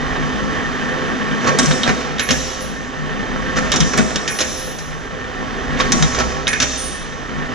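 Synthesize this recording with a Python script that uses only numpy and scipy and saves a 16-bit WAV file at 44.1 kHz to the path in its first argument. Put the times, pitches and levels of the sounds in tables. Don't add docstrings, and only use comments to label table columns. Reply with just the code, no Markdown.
import sys
import numpy as np
from scipy import signal
from scipy.fft import rfft, irfft, next_fast_len
from scipy.io import wavfile
from scipy.ndimage import uniform_filter1d, minimum_filter1d

SR = 44100
rng = np.random.default_rng(int(sys.argv[2]) if len(sys.argv) > 2 else 0)


def store_pcm(level_fs):
    pcm = np.round(np.clip(level_fs, -1, 1) * 32767).astype(np.int16)
    wavfile.write(sys.argv[1], SR, np.atleast_2d(pcm).T)


N = 332514
TIME = np.arange(N) / SR

# (clutch time [s], bite time [s], return time [s], clutch rasp [dB], bar crunch [dB],
# return level [dB], dip of the steady sound [dB], hall boom [dB])
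STROKES = [(1.484, 1.61, 1.892, -2, 2.5, 0.5, 6.5, -35), (3.578, 3.785, 3.989, 1, -3, -2, 8, -31.5),
           (5.806, 5.98, 6.202, 1, -3, -0.5, 7.8, -25.5)]
# (time [s], strength [dB], hardness [dB], clink of the bars [dB])
BLOWS = [(1.5879, -12, 6, -18), (1.6283, -28, 5, -24), (1.659, -26.5, 8, -33), (1.7089, -18.5, -4.5, -19),
         (1.833, -22, -1, -17), (1.8765, -14, -6, -31), (1.892, -19.5, -8, -46), (3.7183, -20, 8.5, -15),
         (3.7381, -18.5, -5, -31), (3.761, -22.5, 9.5, -23.5), (3.8041, -16.5, 2.5, -16),
         (3.935, -20, -7, -33), (3.9771, -16.5, -4.5, -30), (3.9847, -15.5, -4, -29),
         (4.1582, -18.5, 0, -20), (5.802, -19.5, -1, -18.5), (5.9203, -13.5, 7.5, -20.5),
         (6.024, -17.5, 2.5, -17), (6.147, -23.5, 1, -26), (6.187, -21, 1, -37), (6.2, -17, -4, -34)]
# (time [s], level [dB])
FRACTURES = [(1.5868, -17), (3.719, -40), (3.975, -23), (5.921, -31)]
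# (time [s], strength [dB], weight [dB], hardness [dB])
LANDINGS = [(2.183, -27, -6, -5), (2.1945, -17.5, -10.5, 0.5), (2.2882, -17.5, -0.5, -3.5),
            (2.3064, -18.5, 2, 7.5), (2.316, -26, 6.5, 1), (2.605, -38.5, 15, 5), (4.2775, -19.5, -10, 4.5),
            (4.3879, -19, -0.5, 1), (4.4048, -20, 0, 6), (4.413, -25, 3, 0), (4.7859, -35, 1, 7.5),
            (6.4699, -23.5, -4, -3), (6.4776, -21, -13, 2), (6.5302, -22.5, -19.5, 0),
            (6.6009, -16.5, -2, 3.5), (6.6192, -23.5, 2.5, 7), (6.626, -24.5, 4.5, 5.5)]
# (frequency [Hz], level [dB])
THUD = [(50, -44), (110, -1), (170, -5), (250, 2.5), (350, -7.5), (550, -7.5), (900, -13), (2000, -56.5)]
CLANG = [(400, -2), (900, -2), (1400, 3.5), (2200, 1), (2800, -5.5), (3700, -10), (4500, -8), (6000, -47)]
CRACK = [(2500, -15.5), (4500, -7), (5500, 1.5), (6500, 1), (7200, -8), (8000, -17.5), (9100, -22.5),
         (10000, -27), (16000, -66)]
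# (frequency [Hz], level [dB])
BAR_CLINK = [(2000, -30), (2850, -8), (3150, -1.5), (3400, -4), (3620, -3.5), (3750, 3.5), (3900, -5),
             (4200, -11), (5200, -32), (9000, -71)]


def blows(thud_db=-12.5):
    # (frequency [Hz], level [dB])
    fracture_spectrum = [(6000, -14), (7600, 13), (9100, 2), (9700, -12), (15000, -24)]
    s, db, hardness, _ = np.transpose(BLOWS)
    thud = impacts(s, db - hardness + thud_db, THUD, t60=0.12, snap=0.16, snap_t60=0.011, resonance=0.4)
    clang = impacts(s, db, CLANG, t60=0.11, snap=0.19, snap_t60=0.0099, resonance=0.86)
    crack = impacts(s, db + hardness, CRACK, t60=0.055, snap=0.29, snap_t60=0.0063)
    parting = impacts(*np.transpose(FRACTURES), fracture_spectrum, t60=0.061, snap=0.51, snap_t60=0.0054)
    return thud + clang + crack + parting


def fracture_ticks(level_db=-27, t60=0.0073):
    return undb(level_db) * sum(fade(TIME - s, t60) for s, _ in FRACTURES) * contacts(spread_db=5)


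def grating():
    # (lead before the event [s], standard deviation [s], thud [dB], clang [dB], hiss [dB])
    clutch_rasp = (0, 0.01, -25, -17.5, -25.5)
    bars_bending = (-0.05, 0.1061, -30, -31, -57)
    rasp_before_bite = (0.14, 0.0361, -30, -27, -37)
    tick_after_return = (-0.12, 0.0052, -28, -25.5, -40)
    blade_seating = (0, 0.0275, -21, -23, -36)
    swells = []
    for clutch, bite, back, rasp_db, crunch_db, return_db, *_ in STROKES:
        swells += [(clutch, rasp_db, *clutch_rasp),
                   (bite, crunch_db, *bars_bending), (bite, crunch_db, *rasp_before_bite),
                   (back, return_db, *tick_after_return), (back, return_db, *blade_seating)]
    out = 0
    for band, spectrum in enumerate((THUD, CLANG, CRACK)):
        force = sum(undb(db + band_db[band]) * np.exp(-0.5 * ((TIME - s + lead) / width) ** 2)
                    for s, db, lead, width, *band_db in swells)
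        out += body(force * contacts(spread_db=4), spectrum, resonance=0.97)
    return out


def frame_groan(edge_s=0.015, clear_hz=135, rough_hz=290):
    # (time [s], pitch [Hz], level [dB])
    glides = [
        [(1.475, 598.5, -35), (1.535, 512, -24), (1.56, 331.3, -22), (1.585, 266.5, -26), (1.635, 239.4, -27),
         (1.66, 157.3, -27), (1.72, 149, -21.5), (1.765, 149, -39)],
        [(3.712, 641, -25), (3.748, 499, -38), (3.768, 258, -22.5), (3.795, 237, -23), (3.815, 154, -19.5),
         (3.85, 149, -39)],
        [(5.895, 345.8, -31), (5.925, 273.7, -25), (5.975, 236, -20), (6.0, 169.5, -31), (6.03, 153, -19),
         (6.07, 148, -39)],
    ]
    out = 0
    for glide in glides:
        s, hz, db = np.transpose(glide)
        pitch = np.interp(TIME, s, hz)
        gain = uniform_filter1d(np.interp(TIME, s, undb(db), left=0, right=0), int(edge_s * SR))
        roughness = (pitch - clear_hz) / (rough_hz - clear_hz)
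        out += gain * hoarse(pitch, width_hz=230, noise_share=roughness)
    return out


def thumps(level_db=-2, rise_s=0.0069):
    # (time [s], pitch [Hz], level [dB])
    events = [(1.585, 253, -15), (1.62, 245, -13), (1.708, 200, -19), (2.308, 230, -14), (3.598, 195, -18),
              (3.765, 253, -16), (3.804, 176, -17), (3.986, 216, -13), (5.937, 231, -15.5),
              (6.023, 176, -19), (6.61, 245, -19)]
    out, age = np.zeros(2 * N), TIME[:SR // 4]
    envelope = age / rise_s * np.exp(1 - age / rise_s)
    for s, hz, db in events:
        start = int(s * SR)
        out[start:start + len(age)] += undb(db + level_db) * envelope * np.sin(2 * np.pi * hz * age)
    return out[:N]


def machine_ring(clink_db=-1, frame_db=-15):
    # (frequency [Hz], level [dB], T60 [s])
    frame_modes = [(206, -2, 0.5), (247, -4, 0.6), (374, -7.5, 0.91), (430, -7.5, 1.0), (517, -5.5, 0.78),
                   (635, -11.5, 0.69), (738, -8, 0.41)]
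    s, db, hardness, clink = np.transpose(BLOWS)
    bars = impacts(s, clink + clink_db, BAR_CLINK, t60=0.13, snap=0.1, snap_t60=0.01)
    return bars + modal_ring(s, db - hardness + frame_db, frame_modes, detune=0.0026)


def landings(thud_db=-3, clang_db=-1, crack_db=-1):
    # (frequency [Hz], level [dB])
    floor_clang = [(600, -26.5), (1200, 3), (1700, 0.5), (2300, -1.5), (2800, 2.5), (3700, 3), (4500, -4),
                   (6000, -39.5)]
    s, db, weight, hardness = np.transpose(LANDINGS)
    thud = impacts(s, db + weight + thud_db, THUD, t60=0.081, snap=0.1, snap_t60=0.018, resonance=0.18)
    clang = impacts(s, db + clang_db, floor_clang, t60=0.12, snap=0.2, snap_t60=0.0079, resonance=0.33)
    crack = impacts(s, db + hardness + crack_db, CRACK, t60=0.083, snap=0.21, snap_t60=0.0063)
    return thud + clang + crack


def offcut_clank(clank_db=-10, damping=0.66, foot_db=-12.5):
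    # (time [s], level [dB])
    tip_ticks = [(2.1817, -23), (6.4696, -14)]
    # (frequency [Hz], level [dB])
    bending = [(600, -48), (1100, -27), (1530, -6.5), (1700, 2), (1850, 0), (2020, -11), (2200, -2),
               (2330, -20), (2450, 0), (2800, -17), (5000, -42), (9000, -75)]
    # (frequency [Hz], level [dB], T60 [s])
    foot_modes = [(152, -8, 0.8), (208.4, -4, 0.4), (247.4, -2.5, 0.38), (372, -11, 0.62), (522, 3, 1.0),
                  (592, -8, 1), (635, -8, 1)]
    s, db, weight, _ = np.transpose(LANDINGS)
    ticks = impacts(*np.transpose(tip_ticks), BAR_CLINK, t60=0.04, snap=0.3, snap_t60=0.008)
    clank = impacts(s, db - damping * weight + clank_db, bending, t60=0.21, snap=0.1, snap_t60=0.01)
    return ticks + clank + modal_ring(s, db + weight + foot_db, foot_modes, detune=0.0047)


def rebounds(level_db=-7, damping=0.49, gap_s=0.009, loss_db=1.4, count=9):
    # (frequency [Hz], level [dB], T60 [s])
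    bending_modes = [(1526, 0, 0.07), (1715, 2, 0.09), (1870, 1, 0.075), (2186, 0, 0.07), (2423, 0, 0.06)]
    out, age = 0, TIME[:SR // 3]
    s, db, weight, _ = np.transpose(LANDINGS)
    gaps = gap_s * rng.uniform(0.5, 1.5, (len(s), count))
    starts = ((s[:, None] + np.cumsum(gaps, axis=1) - gaps[:, :1]) * SR).astype(int)
    first_db = db - damping * weight + level_db
    strength = undb(first_db[:, None] - loss_db * np.arange(count))
    for hz, mode_db, t60 in bending_modes:
        knocks = np.zeros(N)
        np.add.at(knocks, starts, strength * rng.uniform(-0.94, 1, starts.shape))
        response = undb(mode_db) * np.sin(2 * np.pi * hz * age) * fade(age, t60)
        out += signal.fftconvolve(knocks, response)[:N]
    return out


def offcut_ring(level_db=-1, shimmer_db=2.5, shimmer_hz=36):
    tumbles = [(2.19, 0.03, 0.05, -42, 0.85, [(10560, 0), (11080, -2), (12910, -9), (13380, -13)]),
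               (2.595, 0.02, 0.01, -43, 0.45, [(10440, 0), (10950, -8), (13040, -15), (13560, -13)]),
               (4.275, 0.05, 0.06, -37, 0.3, [(5820, -3), (10410, 0), (10920, -13), (13590, -13)]),
               (4.42, 0.21, 0.03, -38, 0.7, [(10286, 0), (10760, -7), (13240, -15), (13720, -14)]),
               (6.472, 0.011, 0.035, -33.5, 0.2, [(5730, -8), (9028, 0), (9119, -7), (14950, -24)]),
               (6.768, 0.02, 0.09, -33, 0.45, [(8689, -1), (9028, -9), (9437, 0), (14550, -25)])]
    out = 0
    for s, swell, hold, db, t60, modes in tumbles:
        age = TIME - s
        envelope = np.clip(age / swell, 0, 1) * fade(np.maximum(age - swell - hold, 0), t60)
        for hz, mode_db in modes:
            gain = undb(level_db + db + mode_db + shimmer_db * wobble(shimmer_hz))
            out += envelope * gain * hoarse(hz, width_hz=150, noise_share=0.3)
    return out


def drive(level_db=0.88, shaft_hz=30.3, depth=0.11):
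    gain = undb(level_db - dip_db())
    mesh = 1 + depth * np.cos(2 * np.pi * shaft_hz * TIME)
    return (gain * gear_rattle(mesh)
            + gain ** 1.33 * guard_buzz(mesh)
            + gain ** 0.86 * motor_hum()
            + gain ** 1.03 * fan()
            + gain ** 1.33 * belt())


def dip_db(fall_s=0.79, rise_s=0.78, early_s=0.027, last_cycle_end_s=7.836):
    cycle_ends = [clutch for clutch, *_ in STROKES[1:]] + [last_cycle_end_s]
    recovered = np.array(cycle_ends) - early_s
    return sum(np.interp(TIME, [clutch, clutch + fall_s, full - rise_s, full], [0, db, db, 0])
               for (clutch, *_, db, _), full in zip(STROKES, recovered))


def gear_rattle(mesh, level_db=-26, waver_db=0.5):
    # (frequency [Hz], level [dB])
    spectrum = [(35, -52), (60, -11), (92, -9.5), (253, -6), (317, -6), (509, -5.5), (557, -14.5),
                (816, -12), (1020, -11.5), (1090, -13.5), (1790, -10.5), (2350, -16), (3080, -19),
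                (6050, -33), (13000, -64.5)]
    gain = undb(level_db + waver_db * wobble(16))
    return gain * body(mesh * contacts(spread_db=3), spectrum, resonance=0.99)


def guard_buzz(mesh, level_db=-31.5, swell_db=1.8):
    # (frequency [Hz], level [dB])
    spectrum = [(900, -27.5), (1100, -5.5), (1220, -9.5), (1360, -10), (1470, -9.5), (1600, -5.5),
                (1810, 1), (2100, -16.5), (2800, -18), (3070, -11), (3500, -19), (8000, -64)]
    force = mesh * contacts(spread_db=4) * undb(swell_db * wobble(45))
    return undb(level_db) * body(force, spectrum, resonance=0.94)


def motor_hum(level_db=-1):
    # (frequency [Hz], level [dB])
    partials = [(152, -38.5), (207, -40), (393, -42), (517, -43), (797, -46), (1093, -44.5), (1195, -43.5),
                (1364, -51), (1803, -43.5), (1927, -42)]
    out = 0
    for hz, db in partials:
        waver_db = 3.2 if hz < 300 else 2.5
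        out += undb(db + level_db + waver_db * wobble(9)) * tone(hz, wander=0.909)
    return out


def belt(turn_hz=6.95, first_swell_s=0.018, throb_db=2.8, waver_db=2.5):
    # (frequency [Hz], level [dB])
    partials = [(247.5, -35), (270, -38)]
    throb = throb_db * np.cos(2 * np.pi * turn_hz * (TIME - first_swell_s))
    return sum(undb(db + throb + waver_db * wobble(9.9)) * tone(hz, wander=1.76) for hz, db in partials)


def fan(level_db=-37):
    # (frequency [Hz], level [dB])
    spectrum = [(100, -8), (600, 0), (2000, -15), (4500, -14), (6300, -10), (8000, -27.5), (10000, -40.5),
                (14000, -48)]
    return undb(level_db) * body(rng.standard_normal(N), spectrum)


def rumble(level_db=1.3):
    # (time [s], level [dB])
    envelope = [(0, -32.5), (1.7, -47), (2.8, -39.5), (3.7, -31.5), (4.1, -50), (4.45, -38.5), (4.85, -40),
                (5.75, -31), (6.8, -40.5), (7.54, -37)]
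    # (frequency [Hz], level [dB])
    spectrum = [(15, 5), (30, 21), (45, 14), (63, 16.5), (90, 10.5), (200, 4.5), (600, -62)]
    gain = undb(np.interp(TIME, *np.transpose(envelope)) + level_db)
    return gain * body(rng.standard_normal(N), spectrum)


def hall(x, build_s=0.059, lowest_hz=50, octaves=9):
    # (frequency [Hz], T60 [s])
    decay_times = [(100, 0.5), (500, 2.15), (2000, 2.4), (6000, 1.06), (12000, 0.68)]
    # (frequency [Hz], level [dB])
    tail_levels = [(100, -18), (500, 1.5), (1500, -10.5), (3500, -4.5), (6300, -5.5), (12000, -3.5)]
    age, tail = TIME[:2 * SR], 0
    noise = rfft(rng.standard_normal(len(age)))
    bin_hz = np.maximum(np.arange(len(noise)) / 2, 1)
    octave = np.clip(np.log2(bin_hz / lowest_hz), 0, octaves - 1)
    for k in range(octaves):
        hz = lowest_hz * 2 ** k
        envelope = (1 - np.exp(-age / build_s)) * np.exp(-np.log(1000) * age / across(decay_times, hz))
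        band = irfft(noise * np.maximum(1 - abs(octave - k), 0))
        tail += band * envelope / np.linalg.norm(envelope) * undb(across(tail_levels, hz))
    return signal.fftconvolve(x, tail)[:N]


def hall_hiss(level_db=-20, t60=1.72, build_s=0.039):
    power = sum((undb(db + hardness) * fade(TIME - s, t60) * np.clip((TIME - s) / build_s, 0, 1)) ** 2
                for s, db, _, hardness in LANDINGS)
    # (frequency [Hz], level [dB])
    spectrum = [(1500, -55), (4500, -30), (5200, -22), (5700, -1), (6150, 0), (6600, -8), (7000, -7),
                (7800, -14), (9000, -33), (12000, -65)]
    return undb(level_db) * np.sqrt(power) * body(rng.standard_normal(N), spectrum)


def hall_boom(hz=62.9, wander_hz=1.656, t60=1.46, swell_s=0.082, return_db=-3, landing_db=-17):
    kicks = [(s, db + weight + landing_db) for s, db, weight, _ in LANDINGS if weight > 0]
    for _, bite, back, *_, db in STROKES:
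        kicks += [(bite, db), (back, db + return_db)]
    decays = sum(undb(db) * fade(TIME - s, t60) for s, db in kicks)
    envelope = uniform_filter1d(decays, int(swell_s * SR))
    return np.sqrt(2) * envelope * np.sin(phase_of(hz + wander_hz * wobble(6)))


def stereo_pair(mid, scatter_s=0.03):
    # (frequency [Hz], in-phase part [ratio], quadrature part [ratio], diffuse part [dB])
    side_response = [(65, -0.12, -0.17, -11), (111, 0.0061, -0.19, -8), (158, 1.55, 0.69, 2.5),
                     (203, 0.65, -0.19, 1), (257, -0.16, 0.033, -17), (400, -0.11, -0.062, -10.5),
                     (596, -0.15, -0.3, -8), (790, -0.78, 0.36, -8.5), (1090, -0.51, 0.52, -6.5),
                     (1780, -0.19, 0.6, -11), (2400, -0.25, 0.24, -7.5), (4180, -0.093, -0.27, -13.5),
                     (5660, -0.16, -0.48, -6.5), (7470, 0.49, 0.69, -3), (9200, -0.77, 1, 0),
                     (10400, -0.36, 0.65, 0), (11900, -0.13, 0.72, -4)]
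    size, age = next_fast_len(2 * N), TIME[:SR // 4]
    reflections = rng.standard_normal(len(age)) * np.exp(-age / scatter_s)
    scatter = rfft(reflections / np.linalg.norm(reflections), size)
    hz, *columns = np.transpose(side_response)
    in_phase, quadrature, diffuse_db = (np.interp(np.log(bins(size)), np.log(hz), c) for c in columns)
    transfer = in_phase + 1j * quadrature + undb(diffuse_db) * scatter
    side = irfft(rfft(mid, size) * transfer, size)[:N]
    return np.array([mid + side, mid - side])


def impacts(times, levels, spectrum, t60, snap, snap_t60, resonance=0):
    force, age = np.zeros(2 * N), TIME[:SR // 2]
    envelope = fade(age, t60) + snap * fade(age, snap_t60)
    for s, db in zip(times, levels):
        start = int(s * SR)
        force[start:start + len(age)] += undb(db) * envelope
    return body(force[:N] * contacts(spread_db=3.5), spectrum, resonance)


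def modal_ring(times, levels, modes, detune, scatter_db=2, attack_s=0.001):
    out, age = np.zeros(2 * N), TIME[:SR]
    attack = np.minimum(age / attack_s, 1)
    for s, level in zip(times, levels):
        start = int(s * SR)
        for hz, db, t60 in modes:
            gain = undb(level + db + scatter_db * rng.standard_normal())
            cycles = hz * (1 + detune * rng.standard_normal()) * age + rng.random()
            out[start:start + SR] += gain * attack * np.sin(2 * np.pi * cycles) * fade(age, t60)
    return out[:N]


def body(x, spectrum, resonance=0, size=16384):
    # (frequency [Hz], width [Hz], lift [dB])
    housing_modes = [(151.5, 11.6, 9), (208.4, 5.9, 10), (269, 15, 4.5), (434, 15.5, 6), (517, 7.1, 8),
                     (637, 48, 7), (737, 7.5, 12), (1112.5, 25, 11.5), (1322, 22, 8.5), (1586, 19, 8),
                     (1805, 41, 7), (3070, 90, 5.5), (3620, 150, 5.5)]
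    hz = bins(size)
    peaks_db = sum(lift / (1 + (2 * (hz - f) / width) ** 2) for f, width, lift in housing_modes)
    cepstrum = irfft(np.log(undb(across(spectrum, hz) + resonance * peaks_db)))
    cepstrum[1:size // 2] *= 2
    cepstrum[size // 2 + 1:] = 0
    response = irfft(np.exp(rfft(cepstrum)))
    return signal.fftconvolve(x, response / np.linalg.norm(response))[:N]


def contacts(spread_db, grain=16):
    grain_db = spread_db * np.repeat(rng.standard_normal(N // grain + 1), grain)[:N]
    force = rng.standard_normal(N) * undb(grain_db)
    return force / np.std(force)


def tone(hz, wander):
    return np.sqrt(2) * np.sin(phase_of(hz + wander * (1 + hz / 600) * wobble(14)))


def hoarse(hz, width_hz, noise_share):
    phase = phase_of(hz)
    noise = wobble(width_hz) * np.cos(phase) + wobble(width_hz) * np.sin(phase)
    share = np.clip(noise_share, 0, 1)
    return np.sqrt(2 * (1 - share)) * np.sin(phase) + np.sqrt(share) * noise


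def wobble(rate_hz):
    step = int(SR / rate_hz)
    curve = uniform_filter1d(np.repeat(rng.standard_normal(N // step + 2), step), step)[:N]
    return curve / np.std(curve)


def fade(age, t60):
    return (age >= 0) * np.exp(-np.log(1000) * np.clip(age / t60, 0, 3))


def phase_of(hz):
    return 2 * np.pi * np.cumsum(hz * np.ones(N)) / SR


def across(points, hz):
    f, value = np.transpose(points)
    return np.interp(np.log(hz), np.log(f), value)


def bins(size):
    return np.maximum(np.arange(size // 2 + 1) * SR / size, 1)


def undb(db):
    return 10 ** (np.asarray(db) / 20)


def scene(ring_send_db=-7):
    knocks = grating() + blows() + landings()
    ringing = frame_groan() + thumps() + machine_ring() + offcut_clank() + rebounds()
    reverberant = hall(knocks + undb(ring_send_db) * ringing) + hall_hiss() + hall_boom()
    direct = knocks + ringing + drive() + rumble() + offcut_ring() + fracture_ticks()
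    return stereo_pair(direct + reverberant)


def record(dry, window=128, top_hz=15800):
    allowed_gain = 1 / np.maximum(abs(dry).max(axis=0), 1)
    gain = uniform_filter1d(minimum_filter1d(allowed_gain, window), window)
    return signal.sosfilt(signal.ellip(8, 0.2, 70, top_hz, fs=SR, output="sos"), dry * gain)


dry = scene()
out = record(dry)
store_pcm(out)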